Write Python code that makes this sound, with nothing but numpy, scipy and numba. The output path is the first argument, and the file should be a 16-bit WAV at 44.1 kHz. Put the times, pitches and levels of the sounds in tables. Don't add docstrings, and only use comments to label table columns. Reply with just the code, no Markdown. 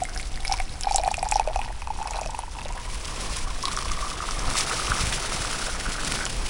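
import sys
import numpy as np
from scipy import signal
from scipy.fft import rfft, irfft, next_fast_len
from scipy.io import wavfile
from numba import njit

SR = 44100
rng = np.random.default_rng(int(sys.argv[2]) if len(sys.argv) > 2 else 0)


def wrap_up_sound(samples):
    columns = np.atleast_2d(samples).T
    tamed = np.clip(columns, -1, 1)
    steps = np.round(tamed * 32767).astype(np.int16)
    wavfile.write(sys.argv[1], SR, steps)


N = 286209
TIME_S = np.arange(N) / SR

# time_s, level_db
WIND_STRENGTH = [(0, 1), (.2, 1.5), (.75, 0.5), (.97, -1), (1.75, -2.5), (2.2, -1.5), (2.58, -2.5),
                 (2.8, 2), (3.03, 7), (3.24, 12.5), (3.56, 4.5), (3.72, 9.5), (4.2, 8.5), (4.5, 13.5),
                 (4.9, 15), (5.5, 14.5), (5.8, 11), (6.14, 13.8), (6.35, 10.5), (6.49, 13)]
# centre_s, rise_db, half_length_s
WIND_PUFFS = [(0.277, 3, 0.067), (0.623, 4, 0.43), (1.6, 4, 0.43), (2.92, 7, 0.09), (3.38, 4.5, 0.16),
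              (3.9, 8, 0.12), (4.493, 10, 0.054), (4.895, 9, 0.034), (5.04, 9.5, 0.078),
              (5.375, 4.5, 0.037), (5.885, 6, 0.044), (6.4, 10, .1)]
# freq_hz, density_db
BUFFET_SPECTRUM = [(2, -25), (9, 0), (16, 2), (25, 0), (39, -2), (50, -7), (75, -13), (120, -25),
                   (300, -55)]
EDDY_SPECTRUM = [(40, 1.5), (80, -11), (120, -2), (180, -6), (280, -9.5), (450, -17), (900, -31.5),
                 (2500, -75)]
ROAR_SPECTRUM = [(150, 0.5), (350, 6), (600, 6.5), (1200, 6), (2000, 0.5), (3000, -2), (5000, -19),
                 (10000, -41.5)]
RUSTLE_SPECTRUM = [(800, -27), (2000, 3), (3200, 2.5), (5000, -0.5), (7000, -1), (10000, -6), (16000, 1.5)]
# time_s, churn_db, spray_db
STREAM_STRENGTH = [(0, -50, -47), (.2, -49, -39.5), (.32, -56, -46.5), (.53, -40, -38.5), (.68, -55, -48.5),
                   (.92, -36.5, -38.5), (1.2, -41, -44), (1.55, -36, -46), (1.7, -40, -46.5),
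                   (1.8, -51, -53), (2.05, -35.5, -44), (2.25, -39, -41), (2.46, -44.5, -53),
                   (2.66, -39.5, -43), (2.95, -47, -48), (3.56, -42, -49.5), (3.68, -38, -39.5),
                   (4.2, -39.5, -47.5), (4.9, -36, -41), (5.2, -42, -49), (6.25, -38.5, -43.5)]
# time_s, pitch_hz
AIR_PITCH = [(0, 714), (.5, 775), (1.4, 859), (2, 866), (2.5, 883), (3, 1060), (4, 1177), (5, 1286),
             (6.3, 1500)]
# pitch_ratio, width_ratio, gain_db
COLUMN_MODES = [(1.002, 0.11, 4.5), (2.92, 0.11, -3), (4.9, 0.49, -14), (6.7, 0.4, -9.5)]
# start_s, level_db, pitch_hz, t60_s
LARGE_BUBBLES = [(0.018, -19.5, 700, 0.031), (0.4954, -21.5, 850, 0.031), (0.5141, -16.5, 770, 0.024),
                 (0.54, -15, 930, .024), (0.5986, -25, 690, .021), (0.8696, -13.5, 756, 0.015),
                 (0.91, -14, 824, 0.024), (0.9456, -15, 730, 0.021), (0.9838, -15, 730, 0.0064),
                 (0.997, -19, 627, .047), (1.035, -19.5, 700, 0.041), (1.058, -19, 733, 0.045),
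                 (1.077, -11, 643, 0.021), (1.1126, -19, 800, 0.021), (1.18, -21.5, 650, 0.043),
                 (1.2284, -14.5, 684, 0.016), (1.2569, -26, 730, 0.033), (1.2654, -19.5, 810, 0.021),
                 (1.3215, -14.5, 800, .021), (1.357, -10.5, 767, 0.02), (1.3968, -8.5, 820, 0.01),
                 (1.409, -20, 750, 0.011), (1.4749, -14, 580, 0.056), (1.5596, -14, 704, 0.019),
                 (1.5911, -18.5, 783, 0.015), (1.821, -27, 1160, .013), (1.873, -21, 1020, 0.0056),
                 (1.903, -19, 817, .028), (2.0139, -21.5, 815, 0.027), (2.0567, -22, 790, .015),
                 (2.0742, -23.5, 990, 0.013), (2.1598, -24.5, 626, .032), (2.1879, -18, 790, 0.0084),
                 (2.2155, -20, 593, 0.027), (2.2603, -17.5, 614, 0.037), (2.3452, -22.5, 875, 0.01),
                 (2.3897, -19.5, 816, 0.0033), (2.657, -24.5, 544, 0.039), (3.6367, -23.5, 1030, 0.04),
                 (3.654, -22, 1040, 0.015), (3.681, -23.5, 1020, 0.022), (3.7736, -15, 1320, 0.0036),
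                 (3.9158, -27, 1210, 0.015), (4.0245, -24.5, 1103, .054), (4.204, -22, 1300, .013),
                 (4.288, -22.5, 1180, .012), (4.5538, -17.5, 1030, .008), (4.713, -18, 1320, 0.0062),
                 (4.796, -21, 1290, 0.013), (4.9186, -11.5, 1470, .012), (4.953, -25, 1200, .017),
                 (4.995, -21, 1140, 0.009), (5.248, -23.5, 1390, 0.01), (5.3213, -22.5, 1250, .012),
                 (5.4483, -21, 1110, .014), (5.8639, -20.5, 1300, 0.0046), (5.9894, -24, 1490, .011),
                 (6.205, -25, 1390, 0.014), (6.2408, -25, 1480, .014)]
# start_s, level_db, pitch_hz
LOUD_DROPS = [(0.036, -13, 7460), (0.0528, -19.5, 2090), (0.0878, -24.5, 1460), (0.102, -28, 1600),
              (0.1757, -17, 5300), (0.198, -19, 2200), (0.375, -23, 1950), (0.4502, -14.5, 2230),
              (0.4792, -13, 4900), (0.5238, -7, 5550), (0.5368, -17, 2430), (0.6013, -13, 2130),
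              (0.81, -12.5, 6900), (0.8344, -12, 4950), (0.911, -17, 6680), (0.9232, -16, 4520),
              (0.945, -12, 5800), (0.9599, 0, 7170), (0.9822, -12.5, 4100), (1.0359, -17, 2350),
              (1.0482, -19, 4100), (1.0766, -19, 7500), (1.1158, -13, 7100), (1.142, -10, 2590),
              (1.1696, -16.5, 6800), (1.193, -18, 4870), (1.2283, -17, 2350), (1.2885, -12.5, 7050),
              (1.314, -5, 7150), (1.3218, -11, 2380), (1.342, -17, 5280), (1.357, -12.5, 5600),
              (1.3681, -16.5, 5570), (1.6161, -16, 2650), (1.8192, -22.5, 2430), (2.074, -20.5, 4870),
              (2.1093, -14.5, 6740), (2.1579, -23, 4020), (2.1691, -22, 3800), (2.2122, -17, 6660),
              (2.3487, -23, 2560), (2.39, -17.5, 9400), (2.5876, -24, 2570), (3.6276, -16, 5300),
              (3.6546, -8, 3980), (3.7663, -14, 5870), (3.9176, -14.5, 6070), (4.3098, -15.5, 5900),
              (4.393, -13.5, 5770), (4.587, -9, 7300), (4.5988, -26, 3700), (4.8702, -13.5, 2780),
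              (5.1249, -13.5, 2310), (5.1276, -13, 3500), (6.0485, -15, 7500), (6.254, -10.5, 6900),
              (6.2646, -14.5, 2980)]
# centre_s, level_db, pitch_hz
EDDY_THUMPS = [(3.885, -29, 75), (4.491, -32, 85), (4.905, -20.5, 85), (5.038, -20, 89.7), (5.077, -23, 70),
               (5.349, -25, 124), (5.407, -24, 99), (5.888, -24, 140)]
# freq_hz, gain_db
MIC_RESPONSE = [(20, 1.5), (3200, 0.5), (4200, 2), (5400, 5.5), (6900, 1), (7800, 4), (8700, 2.5),
                (9800, 9.5), (10600, -4.5), (11600, -16.5), (12900, -32), (14500, -22.5), (15700, -16.5)]

STREAM_END_S = 6.27


def gain_of(db):
    return 10 ** (np.asarray(db) / 20)


def unit_rms(x):
    return x / np.sqrt(np.mean(x ** 2) + 1e-20)


def gain_at(spectrum, hz):
    freq_hz, db = np.transpose(spectrum)
    return gain_of(np.interp(np.log(hz + 1), np.log(freq_hz + 1), db))


def follow(rows, at_s=TIME_S):
    time_s, *columns = np.transpose(rows)
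    return [np.interp(at_s, time_s, column) for column in columns]


def add(mix, start_s, sound):
    part = mix[max(round(start_s * SR), 0):][:len(sound)]
    part += sound[:len(part)]


def coloured(x, spectrum):
    size = next_fast_len(N)
    gain = gain_at(spectrum, np.fft.rfftfreq(size, 1 / SR))
    return unit_rms(irfft(rfft(x, size) * gain, size)[:N])


def flutter(per_s):
    knots = rng.standard_normal(4096)
    return unit_rms(np.interp(TIME_S * per_s, np.arange(len(knots)), knots))


def swell(centre_s, half_s):
    return np.exp(-((TIME_S - centre_s) / half_s) ** 2)


@njit
def one_pole(x, keep):
    out = x.copy()
    for i in range(1, len(x)):
        out[i] = keep[i] * out[i - 1] + (1 - keep[i]) * x[i]
    return out


def resonate(x, pitch_hz, width_hz):
    carrier = np.exp(2j * np.pi * np.cumsum(pitch_hz * np.ones(len(x))) / SR)
    keep = np.exp(-np.pi * abs(width_hz) / SR) * np.ones(len(x))
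    return 2 * (carrier * one_pole(x / carrier + 1e-18, keep)).real


def wind(buffet_db=-34.5, eddy_db=-46.3, roar_db=-50):
    gust_db = follow(WIND_STRENGTH)[0]
    puff_db = sum(db * swell(centre_s, half_s) for centre_s, db, half_s in WIND_PUFFS)
    lumps_db = 2 * flutter(per_s=12)
    layers = [(buffet_db - 0.087 * gust_db + puff_db, BUFFET_SPECTRUM),
              (eddy_db + 0.36 * gust_db + 0.18 * puff_db + lumps_db, EDDY_SPECTRUM),
              (roar_db + 0.9 * gust_db, ROAR_SPECTRUM)]
    return sum(gain_of(db) * coloured(rng.standard_normal(N), spectrum) for db, spectrum in layers)


def sheeting(hiss_db=-47, crackle_db=-54, creases_per_s=420, spread_db=5.5, crease_t60_s=0.0016):
    flap_db = 11 * swell(centre_s=4.58, half_s=0.032)
    billow_db = 0.8 * flutter(per_s=18) + 2.5 * flutter(per_s=90)
    level = gain_of(follow(WIND_STRENGTH)[0] + flap_db + billow_db)
    hiss = coloured(rng.standard_normal(N), RUSTLE_SPECTRUM)
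    creases = rng.random(N) < creases_per_s / SR
    snaps = creases * gain_of(spread_db * np.minimum(rng.exponential(1, N), 3.5))
    keep = np.exp(-np.log(1000) / (crease_t60_s * SR))
    bursts = signal.lfilter([1], [1, -keep], snaps)
    crackle = coloured(bursts * rng.standard_normal(N), RUSTLE_SPECTRUM)
    return level * (gain_of(hiss_db) * hiss + gain_of(crackle_db) * crackle)


def stream(stop_db_per_s=900):
    stop_db = stop_db_per_s * np.clip(TIME_S - STREAM_END_S, 0, 0.1)
    return [gain_of(db - stop_db) for db in follow(STREAM_STRENGTH)]


def bubble(pitch_hz, t60_s, glide=0.12):
    t = np.arange(2048) / SR
    age = t / max(t60_s, 1e-4)
    turns = pitch_hz * (t + glide * t60_s * (age - 1 + np.exp(-age)))
    return np.exp(-np.log(1000) * age) * np.sin(2 * np.pi * turns)


def bubble_cloud(per_s, spread_db, cycles, low_hz, high_hz, tilt_db_per_octave, sizes=32):
    size, chance, strength = rng.integers(0, sizes, N), rng.random(N), rng.exponential(1, N)
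    clumps = unit_rms(gain_of(5 * flutter(per_s=55)))
    births = (chance < clumps * per_s / SR) * gain_of(spread_db * np.minimum(strength, 2.5))
    out = np.zeros(N)
    for k, hz in enumerate(np.geomspace(low_hz, high_hz, sizes)):
        gain = gain_of(tilt_db_per_octave * np.log2(hz / low_hz)) * np.sqrt(hz)
        out += signal.oaconvolve(births * (size == k), gain * bubble(hz, cycles / hz))[:N]
    return out


def mug(x, direct, at_s=TIME_S, shallow_hz=1000, cutoff_hz=430):
    air_hz = follow(AIR_PITCH, at_s)[0]
    leak_hz = air_hz * np.maximum(air_hz / shallow_hz, 1) ** 2
    ring = sum(gain_of(db) * resonate(x, pitch_ratio * air_hz, width_ratio * leak_hz)
               for pitch_ratio, width_ratio, db in COLUMN_MODES)
    mouth = signal.butter(2, cutoff_hz, "high", fs=SR, output="sos")
    return signal.sosfilt(mouth, direct * x + ring)


def churn(level_db=-2.3):
    bubbles = bubble_cloud(per_s=420, spread_db=6, cycles=8,
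                           low_hz=553, high_hz=3820, tilt_db_per_octave=-2.5)
    return gain_of(level_db) * stream()[0] * unit_rms(mug(bubbles, direct=0.41))


def spray(level_db=-4.5):
    droplets = bubble_cloud(per_s=380, spread_db=4, cycles=9,
                            low_hz=1200, high_hz=9500, tilt_db_per_octave=-0.5)
    return gain_of(level_db) * stream()[1] * unit_rms(mug(droplets, direct=0.43))


def gurgle(level_db=-4, per_s=27, jitter=0.36, spread_db=4, spread_octaves=0.42, cycles=14):
    out = np.zeros(N)
    for k, (late, strength, detune) in enumerate(rng.uniform(-1, 1, (220, 3))):
        start_s = (k + jitter * late) / per_s
        hz = 1.05 * follow(AIR_PITCH, start_s)[0] * 2 ** (spread_octaves * detune)
        add(out, start_s, gain_of(spread_db * strength) * bubble(hz, cycles / hz))
    return gain_of(level_db) * stream()[0] * unit_rms(mug(out, direct=0.22))


def plops(splash_db=-25.5, splash_t60_s=0.012):
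    out, t = np.zeros(N), np.arange(2048) / SR
    for start_s, db, hz, t60_s in LARGE_BUBBLES:
        splash = gain_of(splash_db - 60 * t / splash_t60_s) * rng.standard_normal(len(t))
        ring = mug(bubble(hz, t60_s, glide=0.36) + splash, direct=0.04, at_s=start_s)
        add(out, start_s, gain_of(db) * ring / abs(ring).max())
    return out


def stray_drops(per_s=34, over_spray_db=19, spread_db=3, low_hz=1600, high_hz=8000):
    gap, strength, pitch = rng.random((300, 3)).T
    start_s = np.cumsum(2 * gap / per_s)
    level_db = follow(STREAM_STRENGTH, start_s)[1] + over_spray_db + spread_db * (2 * strength - 1)
    pitch_hz = low_hz * (high_hz / low_hz) ** pitch
    return np.transpose([start_s, level_db, pitch_hz])[start_s < STREAM_END_S]


def ticks(level_db=-3, cycles=15.3, smack_db=-3, smack_t60_s=0.003,
          rattle_db=-8, rattle_t60_s=0.022, rattle_delay_s=0.00076):
    out, t = np.zeros(N), np.arange(1024) / SR
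    drops = [*LOUD_DROPS, *stray_drops()]
    noises = rng.standard_normal((400, 2, len(t)))
    for (start_s, db, hz), (walls, impact) in zip(drops, noises):
        snap = gain_of(db + level_db) * bubble(hz, cycles / hz, glide=0.16)
        smack = np.diff(impact * gain_of(-60 * t / smack_t60_s))
        rattle = signal.fftconvolve(snap, walls * gain_of(-60 * t / rattle_t60_s))
        strength = np.linalg.norm(snap)
        add(out, start_s, snap)
        add(out, start_s, gain_of(smack_db) * strength * smack / np.linalg.norm(smack))
        add(out, start_s + rattle_delay_s, gain_of(rattle_db) * strength * rattle / np.linalg.norm(rattle))
    return mug(out, direct=1.0)


def clink(start_s=1.2287, level_db=-27, pitch_hz=8000, t60_s=0.02):
    out = np.zeros(N)
    add(out, start_s, gain_of(level_db) * bubble(pitch_hz, t60_s, glide=0))
    return out


def thumps():
    out = np.zeros(N)
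    for centre_s, db, hz in EDDY_THUMPS:
        phase_squared = np.minimum((np.pi * hz * (TIME_S - centre_s)) ** 2, 20)
        out += gain_of(db) * (1 - 2 * phase_squared) * np.exp(-phase_squared)
    return out


def shelter(x, wet_db=-12, t60_s=0.065, delay_s=0.002):
    t = np.arange(8192) / SR
    taps = rng.standard_normal(len(t)) * (rng.random(len(t)) < 0.1) * (t > delay_s)
    tail = taps * gain_of(-60 * t / t60_s)
    return x + gain_of(wet_db) * signal.oaconvolve(x, tail / np.linalg.norm(tail))[:N]


def scene():
    pour = plops() + ticks() + gurgle() + churn() + spray() + clink()
    return (shelter(pour) + wind() + thumps() + sheeting())[None]


def record(dry, cutoff_hz=15900):
    log_gain = np.log(gain_at(MIC_RESPONSE, abs(np.fft.fftfreq(4096, 1 / SR))))
    impulse = np.fft.ifft(np.exp(np.conj(signal.hilbert(log_gain)))).real[:1024]
    heard = signal.oaconvolve(dry, impulse[None])[:, :N]
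    low_pass = signal.firwin(511, cutoff_hz, window=("kaiser", 9), fs=SR)
    return signal.oaconvolve(heard, low_pass[None], "same")


dry = scene()
out = record(dry)
wrap_up_sound(out)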